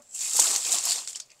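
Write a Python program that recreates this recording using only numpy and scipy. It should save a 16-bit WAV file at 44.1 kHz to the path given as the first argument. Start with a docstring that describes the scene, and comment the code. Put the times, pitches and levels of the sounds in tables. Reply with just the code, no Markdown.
"""A leafy branch is shaken outdoors: its rustle swells quickly, surges three times and dies away.
Stiff leaves collide and slide, radiating ticks, friction noise and short damped tones; whole blades flap.
Twigs click, and the branch knocks once in its wooden modes. As the foliage settles, single leaf slaps
stand out. The surrounding trees scatter the sound, over faint outdoor air and a brief low tone."""
import sys
import numpy as np
from scipy import signal
from scipy.fft import rfft, irfft, next_fast_len
from scipy.io import wavfile
from scipy.ndimage import uniform_filter1d, map_coordinates

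SR = 44100
rng = np.random.default_rng(int(sys.argv[2]) if len(sys.argv) > 2 else 0)


def store_wav(level_fs):
    """Save 16-bit WAV to argv[1]."""
    pcm = np.round(np.clip(np.atleast_2d(level_fs), -1, 1) * 32767)
    wavfile.write(sys.argv[1], SR, pcm.T.astype(np.int16))


N = 61739

# spectrum of the finest crackle: f/Hz, relative level/dB
FIZZ_SPECTRUM = [(5000, -43), (8500, -0.5), (10000, 3), (12500, -3.5), (14000, -7.5), (15000, -10.5),
                 (15700, -16)]


def foliage():
    """Incoherent superposition: leaf edges tick and fizz, leaf faces rub and whole blades flap."""
    # rustle envelope: t/s, treble tick level/dB, mid-range rub level/dB, low flap level/dB
    envelope = [(0, -67, -75, -59.5), (.09, -59.5, -69, -99), (0.143, -45, -58, -65),
                (0.151, -36, -53.5, -63), (0.184, -39, -46.5, -68.5), (0.213, -31, -37.5, -56),
                (.32, -30.5, -40, -53), (0.371, -22.5, -34.5, -42.5), (0.384, -24, -31.5, -48),
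                (0.422, -22.5, -30.5, -41), (.47, -24, -30, -41.5), (.55, -27, -34, -40),
                (0.599, -31.5, -40, -48), (.63, -33, -37, -53.5), (.67, -27.5, -32.5, -44.5),
                (0.701, -31, -37, -45.5), (0.724, -21.5, -31, -43), (0.754, -26.5, -31, -38),
                (0.813, -34, -39, -51.5), (0.869, -28.5, -33, -45), (0.922, -25, -31, -52),
                (.95, -33.5, -38.5, -50), (0.989, -35.5, -38.5, -48.5), (1.067, -46.5, -51.5, -63),
                (1.096, -36.5, -43.5, -63), (1.14, -49, -57, -67), (1.167, -45.5, -47.5, -58),
                (1.245, -66, -65.5, -74), (1.28, -68, -70, -78), (1.33, -65, -69.5, -76),
                (1.4, -64.5, -70.5, -84)]
    # spectra of ticking, rubbing and flapping: f/Hz, relative level/dB
    tick_spectrum = [(2500, -42), (4500, -29), (5600, -11.5), (6500, -6), (7350, 0.5), (8200, -4.5),
                     (9200, -11.5), (11000, -21.5), (13000, -27.5), (15500, -36.5)]
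    rub_spectrum = [(900, -30.5), (1700, -9), (2200, -8.5), (2650, -5), (3400, -6.5), (4500, 1),
                    (5400, 3.5), (6500, -6), (9000, -25)]
    flap_spectrum = [(50, -29), (150, -17.5), (250, -9), (400, -17), (650, 0.5), (900, 1.5), (1200, 4),
                     (1600, -6), (2500, -8.5), (5000, -61.5)]
    times, *levels = np.transpose(envelope)
    tick_db, rub_db, flap_db = [np.interp(np.arange(N) / SR, times, db) for db in levels]
    fizz_db = tick_db.max() - 13.5 + 1.24 * (tick_db - tick_db.max())  # grows faster than the ticking
    fizz = crackle(fizz_db, per_s=1600, spread_db=11, slide=1, clump_db=4, clump_rate=200)
    tick = crackle(tick_db - .5, per_s=4500, spread_db=1, slide=1, clump_db=2, clump_rate=350)
    rub = crackle(rub_db - 2, per_s=3000, spread_db=4.5, slide=.9, clump_db=1.97, clump_rate=200)
    flap = crackle(flap_db - 3.5, per_s=900, spread_db=4, slide=1, clump_db=2, clump_rate=120)
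    edges = leaf_rings(tick_db - 9, low_hz=6200, high_hz=8796, per_s=431, t60_cycles=85)
    faces = leaf_rings(rub_db - 7.5, low_hz=2390, high_hz=6207, per_s=425, t60_cycles=54)
    blades = leaf_rings(flap_db - 7, low_hz=252, high_hz=1706, per_s=378, t60_cycles=24)
    treble = colour(fizz, FIZZ_SPECTRUM) + colour(tick, tick_spectrum)
    body = colour(rub, rub_spectrum) + colour(flap, flap_spectrum)
    return treble + body + edges + faces + blades


def crackle(level_db, per_s, spread_db, slide, clump_db, clump_rate):
    """Shot noise of tiny contacts over sliding noise; harder shaking raises their rate, up to per_s."""
    chance = np.clip(per_s / SR * amp(.5 * (level_db - level_db.max())), 0, 1)
    sizes = amp(spread_db * np.clip(rng.standard_normal(N), -2, 2)) * np.sign(rng.standard_normal(N))
    ticks = unit((rng.random(N) < chance) * sizes / np.sqrt(chance))
    texture = (ticks + slide * rng.standard_normal(N)) * amp(clump_db * wobble(clump_rate))
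    running_power = np.abs(uniform_filter1d(texture ** 2, SR // 30))
    return amp(level_db) * texture / np.sqrt(running_power + 1e-9)


def leaf_rings(level_db, low_hz, high_hz, per_s, t60_cycles):
    """Damped free vibration: each struck leaf rings at a pitch set by its size, middling ones loudest."""
    out, t = np.zeros(N + SR // 10), np.arange(SR // 10) / SR
    rise_cycles, spread_db = .27, 4
    for i, (when, smallness, force) in enumerate(rng.random((int(per_s * N / SR), 3))):
        hz = low_hz * (high_hz / low_hz) ** smallness
        shape = (1 - np.exp(-t * hz / rise_cycles)) ** 2 * amp(-60 * t * hz / t60_cycles)
        strike = (-1) ** i * amp(-spread_db * np.log(1 - .9 * force))
        size_weight = np.sqrt(hz * np.sin(np.pi * smallness))
        out[int(when * N):][:len(t)] += strike * size_weight * shape * np.sin(2 * np.pi * hz * t)
    return amp(level_db) * unit(out[:N])


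def leaf_scrapes():
    """Forced resonance: rough friction drives a leaf at its own pitch as it slides over another."""
    # slides: middle t/s, duration/s, resonance f/Hz, bandwidth/Hz, level/dB
    slides = [(0.047, .06, 7460, 450, -63.5), (0.127, 0.063, 7660, 500, -49),
              (0.162, 0.048, 7800, 885, -36.5), (.16, 0.036, 2820, 400, -54),
              (0.252, 0.052, 2370, 600, -45.5), (0.454, .02, 1265, 354, -36.5),
              (0.682, 0.069, 2420, 294, -44), (0.775, 0.054, 1070, 250, -48),
              (0.878, 0.075, 850, 328, -45.5), (0.9, 0.063, 4560, 600, -31.5),
              (0.98, 0.023, 4460, 400, -40), (0.982, 0.025, 850, 350, -50), (1.151, 0.0062, 2920, 350, -43),
              (1.161, 0.021, 4900, 705, -39), (1.221, 0.036, 4750, 600, -50.5),
              (1.313, 0.024, 4830, 700, -58), (1.319, 0.043, 2420, 640, -59),
              (1.394, 0.0061, 2900, 500, -60.5)]
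    out, t = np.zeros(N), np.arange(N) / SR
    for middle, duration, hz, width, db in slides:
        friction = rng.standard_normal(N) * amp(2 * wobble(300))
        band = signal.butter(2, [hz - width / 2, hz + width / 2], "bandpass", fs=SR, output="sos")
        swell = np.exp(-(2 * (t - middle) / duration) ** 2)
        out += amp(db) * swell * unit(signal.sosfilt(band, friction))
    return out


def snaps():
    """Impact transients: a twig or leaf contact gives a short crack, then the leaf shivers briefly."""
    # contacts: t/s, bright level/dB, low and fizz level/dB (both relative to bright), t60/s
    contacts = [(0.021, -50.5, -8, -9.5, 0.026), (.1462, -32.5, -22, -8.5, 0.025),
                (.191, -24.5, -27, -16, .009), (0.214, -25, -26, -24, 0.02),
                (0.3657, -19.5, -7, -8.5, 0.037), (0.3961, -8.5, -4.5, -11, 0.013),
                (0.4, -6, -27, -13, 0.013), (0.423, -16, -14, -9, 0.0093), (0.4552, -19, -5, -14, 0.0096),
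                (0.55, -21.5, 2, -28, 0.0077), (0.5609, -19.5, 2, -6.5, 0.014),
                (0.7193, -19, -10, -18, .014), (0.745, -17, -6, -20, 0.011), (.784, -19, -4, -26, .015),
                (0.852, -24.5, -13, -3, 0.062), (0.887, -26, -6, -23, 0.009), (0.908, -26, -1, -35, .009),
                (0.919, -21, -1, -21, 0.012), (0.958, -26.5, -1, -14, 0.023), (0.9877, -33, 5, -24, .01),
                (1.0748, -19.5, -5.5, -31, 0.0083), (1.0838, -30, -10, -25, .012),
                (1.13, -29.5, -6.5, -23, 0.01), (1.1577, -22.5, -7.5, -28.5, 0.0084),
                (1.17, -30, -6, -32, .006), (1.1998, -28.5, -4, -20, 0.0088),
                (1.2018, -29, -1.5, -20, 0.011), (1.26, -54, -11.5, -28.5, 0.017),
                (1.3028, -48, 4, -35, 0.008), (1.3166, -48, 1, -36, 0.012)]
    # spectra of a crack's bright and low parts: f/Hz, relative level/dB
    bright_spectrum = [(2000, -39.5), (4200, -17), (5800, -6), (7100, 4.5), (8500, -3.5), (10500, -19.5),
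                       (13000, -32.5), (15500, -45)]
    low_spectrum = [(150, -27), (600, -14.5), (1400, -8), (2000, -4.5), (2900, -4.5), (4600, 4), (6500, 7),
                    (9000, -14.5), (15000, -45)]
    attack_s, shiver_db, shiver_t60_s = .00037, -15.5, .083
    bright, low, fizz = np.zeros((3, N))
    for start, db, low_db, fizz_db, t60 in contacts:
        t = np.maximum(np.arange(N) / SR - start, 0)
        decay = amp(-60 * t / t60) + amp(shiver_db - 60 * t / shiver_t60_s)
        shape = (1 - np.exp(-t / attack_s)) * decay
        bright += amp(db) * shape * rng.standard_normal(N)
        low += amp(db + low_db) * shape * rng.standard_normal(N)
        fizz += amp(db + fizz_db) * shape * rng.standard_normal(N)
    return colour(bright, bright_spectrum) + colour(low, low_spectrum) + colour(fizz, FIZZ_SPECTRUM)


def branch_knock():
    """Modal vibration: the wood gives one dull knock just before the loudest crack."""
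    # modes of the branch: f/Hz, relative level/dB, t60/s
    wood_modes = [(360, -17, 0.036), (500, -4, 0.042), (670, -6, 0.039), (830, 2, 0.036), (960, 5, 0.03),
                  (1450, -4.5, 0.028)]
    return amp(-27.5) * modes(wood_modes, start_s=.3903)


def tree_scatter(x, level_db=-13.5, t60_s=.14):
    """Diffuse scattering: the surrounding trees return a short, exponentially decaying echo."""
    t = np.arange(SR // 3) / SR
    tail = rng.standard_normal(len(t)) * amp(-60 * t / t60_s)
    return amp(level_db) * signal.fftconvolve(x, tail / np.linalg.norm(tail))[:N]


def outdoor_air():
    """Ambient noise: a steady broadband floor, with a faint low tone that fades at the outset."""
    # spectrum of the air: f/Hz, relative level/dB
    air_spectrum = [(20, -8), (60, -8.5), (150, -5), (350, -10.5), (620, -2.5), (900, -10.5), (2000, -13),
                    (7000, -16.5), (15000, -24)]
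    # partials of the low tone: f/Hz, level/dB, t60/s
    partials = [(243, -58, 0.12), (586, -51, 0.11), (1190, -66, 0.088)]
    return amp(-67.5) * unit(colour(rng.standard_normal(N), air_spectrum)) + modes(partials, start_s=0)


def modes(table, start_s):
    """Modal superposition: damped sinusoids with a soft onset, from rows of f/Hz, level/dB, t60/s."""
    t = np.maximum(np.arange(N) / SR - start_s, 0)
    ring = sum((-1) ** k * amp(db - 60 * t / t60) * np.sin(2 * np.pi * hz * t)
               for k, (hz, db, t60) in enumerate(table))
    return ring * (1 - np.exp(-t / .00044))


def colour(x, spectrum):
    """Minimum-phase filtering at unit energy, through points of f/Hz, level/dB."""
    m = 2 * next_fast_len(N)
    hz, db = np.transpose(spectrum)
    gain = amp(np.interp(np.log(np.fft.rfftfreq(m, 1 / SR) + 1), np.log(hz), db))
    cepstrum = irfft(np.log(unit(gain)), m)
    cepstrum[1:m // 2] *= 2  # folding the cepstrum makes the filter causal
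    cepstrum[m // 2 + 1:] = 0
    return irfft(rfft(x, m) * np.exp(rfft(cepstrum)), m)[:N]


def wobble(rate):
    """Random modulation: a smooth curve with rate knots a second."""
    return map_coordinates(rng.standard_normal(int(N * rate / SR) + 4), [np.arange(N) * rate / SR])


def amp(db):
    """Amplitude ratio of a level in decibels."""
    return 10 ** (np.asarray(db) / 20)


def unit(x):
    """Normalisation to rms 1."""
    return x / np.sqrt(np.mean(x ** 2) + 1e-20)


def scene():
    """Superposition of the shaken branch's direct sound, its scattered sound and the quiet air."""
    direct = foliage() + leaf_scrapes() + snaps() + branch_knock()
    return (direct + tree_scatter(direct) + outdoor_air())[None]


def record(dry):
    """Band limiting: an ideal low-pass filter removes the highest treble."""
    m, cutoff_hz = 2 * next_fast_len(N), 15750
    return irfft(rfft(dry, m) * (np.fft.rfftfreq(m, 1 / SR) < cutoff_hz), m)[..., :N]


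dry = scene()
out = record(dry)
store_wav(out)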